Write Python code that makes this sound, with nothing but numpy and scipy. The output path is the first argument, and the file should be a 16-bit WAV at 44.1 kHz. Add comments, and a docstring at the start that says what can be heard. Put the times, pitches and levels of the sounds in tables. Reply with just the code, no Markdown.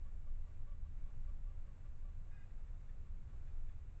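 """Distant birds from an open farm shed

Moving air makes a low rumble under a steady hiss. Far outside, one bird yelps about five times a
second, another gives one nasal honk, and a few short, hoarse clucks follow. The calls follow the
source-filter model: yelps and honk are harmonic series with some turbulence, clucks are turbulence
alone. Yard and shed blur them with reverberation, and a small microphone cuts the high treble."""
import sys
import numpy as np
from scipy import signal
from scipy.fft import rfft, irfft
from scipy.io import wavfile
from scipy.ndimage import uniform_filter1d

SR = 44100
rng = np.random.default_rng(int(sys.argv[2]) if len(sys.argv) > 2 else 0)


def generate_wav(sig):
    """Save sig (samples, or channels by samples) to the path in sys.argv[1] as 16-bit PCM at SR."""
    pcm = np.round(np.clip(np.atleast_2d(sig).T, -1, 1) * 32767).astype(np.int16)
    wavfile.write(sys.argv[1], SR, pcm)


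N = 176400  # 4 s

# Spectra of the deep rumble, upper rumble and hiss: (frequency [Hz], relative density [dB])
DEEP_SPECTRUM = [(6, -18.5), (14, 3.5), (22, 6), (33, -4.5), (45, -10), (58, -12), (80, -32.5),
                 (200, -74.5)]
UPPER_SPECTRUM = [(30, -23), (58, -5), (69, -0.5), (82, -2.5), (97, -8), (108, -8.5), (119, -9.5),
                  (135, -15.5), (170, -20), (215, -25.5), (300, -33.5), (450, -52), (900, -88.5)]
HISS_SPECTRUM = [(130, -30.5), (280, -2), (400, -2), (560, -3.5), (800, -6.5), (1050, -8), (1400, -9),
                 (1900, -12.5), (2300, -13.5), (2750, -16), (3200, -22), (3700, -21), (4300, -24),
                 (5200, -27), (6300, -24.5), (7300, -21), (7900, -25.5), (8400, -39), (9000, -45)]
# Slow swells of the two rumbles: (time [s], relative level [dB])
DEEP_SWELL = [(0, 2.5), (.8, -1.5), (1.3, 1.5), (1.6, -0.5), (2.2, 0.5), (3.25, -1.5), (3.57, -2.5),
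              (4, -0.5)]
UPPER_SWELL = [(0, -0.5), (.9, 1), (1.5, 0), (2.2, 0), (2.85, -.5), (3.22, 3), (3.5, -0.5), (4, -0.5)]
# Puffs of the clucking bird: (centre time [s], level [dB])
CLUCK_PUFFS = [(2.51, -83), (2.68, -79), (2.895, -76), (3.08, -85), (3.3, -80), (3.48, -76.5),
               (3.695, -75.5), (3.88, -84)]
# Throat resonances of a cluck: (frequency [Hz], bandwidth [Hz], relative level [dB])
CLUCK_FORMANTS = [(1740, 380, 0), (2550, 700, -7), (3500, 500, -11)]
# Spectrum of the honk: (harmonic number, relative level at ease [dB], at full strain [dB])
HONK_HARMONICS = [(2, -16, -18), (3, -16, -18), (4, .3, -5), (5, -6, -22), (7, -20, -24), (9, -17.5, -28),
                  (12, -27, -24)]
# Tension of the honking throat: (time [s], strain [0-1])
THROAT_STRAIN = [(2.316, .1), (2.338, .9), (2.364, .9), (2.375, 0), (2.383, .1), (2.395, .9), (2.408, 0),
                 (2.427, .1), (2.437, 1), (2.453, .9)]
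# Notes of the yelping bird: (start [s], duration [s], level [dB])
YELP_NOTES = [(.047, .036, -75.5), (.26, .04, -76.5), (.462, .06, -76.8), (.664, .086, -76),
              (.849, .034, -77), (1.047, .06, -77), (1.268, .048, -75.5), (1.46, .07, -76),
              (1.666, .056, -78), (1.843, .038, -77), (2.04, .066, -76.5), (2.265, .04, -79),
              (3.048, .04, -80.5), (3.29, .07, -81), (3.695, .05, -81.5)]
# Spectrum of a yelp: (harmonic number, relative level [dB])
YELP_HARMONICS = [(1, -1.6), (2, -1), (3, -18), (4, -17), (5, -19), (6, -25)]

DEEP_DB, UPPER_DB, HISS_DB, HISS_WAVER_DB = -43.5, -56, -75, 1.05
ECHO_T60_S, ECHO_DB = .4, -13
CLUCK_SIGMA_S = .007
HONK_START_S, HONK_LENGTH_S, HONK_EDGE_S, HONK_DB = 2.31, .141, .008, -73.3
HONK_HZ, STRAIN_RISE, HONK_JITTER = 401, .033, .012  # rise and jitter are fractions of the pitch
HONK_FLUTTER_DB, HONK_RASP_DB = 1.8, -10
WHISTLE_HZ, WHISTLE_DB, WHISTLE_FLUTTER_DB = 2492, -4, 1.5
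YELP_HZ, YELP_ARCH, YELP_JITTER = 575, .035, .022  # arch and jitter are fractions of the pitch
YELP_EDGE_S, YELP_FLUTTER_DB, YELP_RASP_DB = .013, 2, -11.5
CATCH_OVER_S, CATCH_SIGMA_S, CATCH_DB = .058, .005, -11  # long yelps dip briefly in the middle
CUTOFF_HZ = 8450


def undb(db):
    """Amplitude ratio of a level in decibels."""
    return 10 ** (np.asarray(db) / 20)


def unit_rms(x):
    """Normalisation to an rms amplitude of 1."""
    return x / np.sqrt(np.mean(x ** 2) + 1e-30)


def waver(rate_hz):
    """Random modulation: held values, smoothed twice, with a spread near 1."""
    hold = int(SR / rate_hz)
    steps = np.repeat(rng.standard_normal(N)[:N // hold + 1], hold)
    return 1.1 * uniform_filter1d(uniform_filter1d(steps, hold), hold)[:N]


def coloured_noise(spectrum):
    """Spectral shaping: white noise weighted by a level curve over log frequency."""
    hz, db = np.array(spectrum).T
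    f = np.maximum(np.fft.rfftfreq(N, 1 / SR), 1)
    gain = undb(np.interp(np.log(f), np.log(hz), db))
    return unit_rms(irfft(rfft(rng.standard_normal(N)) * gain, N))


def swell(points):
    """Amplitude envelope, linear in decibels between points."""
    times, db = np.array(points).T
    return undb(np.interp(np.arange(N) / SR, times, db))


def moving_air():
    """Broadband flow noise: two rumbles swell independently beside an almost even hiss."""
    deep = undb(DEEP_DB) * unit_rms(coloured_noise(DEEP_SPECTRUM) * swell(DEEP_SWELL))
    upper = undb(UPPER_DB) * unit_rms(coloured_noise(UPPER_SPECTRUM) * swell(UPPER_SWELL))
    hiss = coloured_noise(HISS_SPECTRUM) * undb(HISS_DB + HISS_WAVER_DB * waver(4.6))
    return deep + upper + hiss


def reverberate(direct):
    """Reverberation: diffuse reflections from yard and shed decay exponentially."""
    t = np.arange(SR) / SR
    tail = rng.standard_normal(SR) * np.exp(-np.log(1000) * t / ECHO_T60_S)
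    return direct + undb(ECHO_DB) * signal.fftconvolve(direct, tail / np.linalg.norm(tail))[:N]


def rasp(hz, width_hz):
    """Resonant filtering: the throat passes one steep-sided band of turbulence noise."""
    f = np.fft.rfftfreq(N, 1 / SR)
    return unit_rms(irfft(rfft(rng.standard_normal(N)) / (1 + (2 * (f - hz) / width_hz) ** 4), N))


def trapezoid(t, length, edge_s):
    """Envelope with a linear attack and release."""
    return np.clip(np.minimum(t, length - t) / edge_s, 0, 1)


def voiced_note(start, length, edge_s, hz, bend, harmonics, arch=0):
    """Nearly periodic vibration: harmonics follow one pitch, which `arch` lowers at both ends."""
    t = np.arange(N) / SR - start
    sounding = (t > 0) & (t < length)
    t = t[sounding]
    pitch_hz = hz * (1 - arch * (2 * t / length - 1) ** 2 + bend[sounding])
    phase = 2 * np.pi * np.cumsum(pitch_hz) / SR
    tone = sum(undb(db) * np.sin(round(k) * phase) for k, db in harmonics)
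    note = np.zeros(N)
    note[sounding] = np.sqrt(2) * trapezoid(t, length, edge_s) * tone
    return note


def clucks():
    """Noise-excited formants: Gaussian puffs of turbulence through three throat resonances."""
    t = np.arange(N) / SR
    breath = sum(undb(db) * rasp(hz, width) for hz, width, db in CLUCK_FORMANTS)
    puffs = sum(undb(db) * np.exp(-.5 * ((t - at) / CLUCK_SIGMA_S) ** 2) for at, db in CLUCK_PUFFS)
    return breath * puffs


def honk():
    """Biphonation: strain lifts the pitch of a nasal voice, which gives way to a thin whistle."""
    t = np.arange(N) / SR
    timing = HONK_START_S, HONK_LENGTH_S, HONK_EDGE_S
    strain = np.interp(t, *np.array(THROAT_STRAIN).T)
    jitter = HONK_JITTER * waver(450)
    bend = STRAIN_RISE * strain + jitter
    numbers, relaxed_db, strained_db = np.array(HONK_HARMONICS).T
    relaxed = voiced_note(*timing, HONK_HZ, bend, zip(numbers, relaxed_db))
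    strained = voiced_note(*timing, HONK_HZ, bend, zip(numbers, strained_db))
    voice = ((1 - strain) * relaxed + strain * strained) * undb(HONK_FLUTTER_DB * waver(180))
    whistle = voiced_note(*timing, WHISTLE_HZ, jitter / 2, [(1, WHISTLE_DB)])
    whistle *= strain * undb(WHISTLE_FLUTTER_DB * waver(140))
    envelope = trapezoid(t - HONK_START_S, HONK_LENGTH_S, HONK_EDGE_S)
    breath = undb(HONK_RASP_DB) * envelope * rasp(hz=1600, width_hz=800)
    return undb(HONK_DB) * (voice + whistle + breath)


def yelps():
    """Frequency and amplitude modulation: hollow, slightly raspy notes quaver; long ones break in two."""
    t = np.arange(N) / SR
    jitter = YELP_JITTER * waver(200)
    breath = undb(YELP_RASP_DB) * rasp(hz=2080, width_hz=3100)
    notes = np.zeros(N)
    for start, length, db in YELP_NOTES:
        voice = voiced_note(start, length, YELP_EDGE_S, YELP_HZ, jitter, YELP_HARMONICS, YELP_ARCH)
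        effort = np.sin(np.pi * np.clip((t - start) / length, 0, 1))
        midpoint_pulse = np.exp(-.5 * ((t - start - length / 2) / CATCH_SIGMA_S) ** 2)
        catch_db = CATCH_DB * (length > CATCH_OVER_S) * midpoint_pulse
        notes += undb(db + catch_db) * (voice + effort * breath)
    return notes * undb(YELP_FLUTTER_DB * waver(130))


def scene():
    """Superposition: air noise and the reverberant bird calls add in one channel."""
    return (moving_air() + reverberate(yelps() + honk() + clucks()))[None]


def record(dry):
    """Band limiting: the small microphone acts as a steep low-pass filter."""
    lowpass = signal.ellip(N=8, rp=.2, rs=70, Wn=CUTOFF_HZ, fs=SR, output="sos")
    return signal.sosfilt(lowpass, dry)


dry = scene()
out = record(dry)
generate_wav(out)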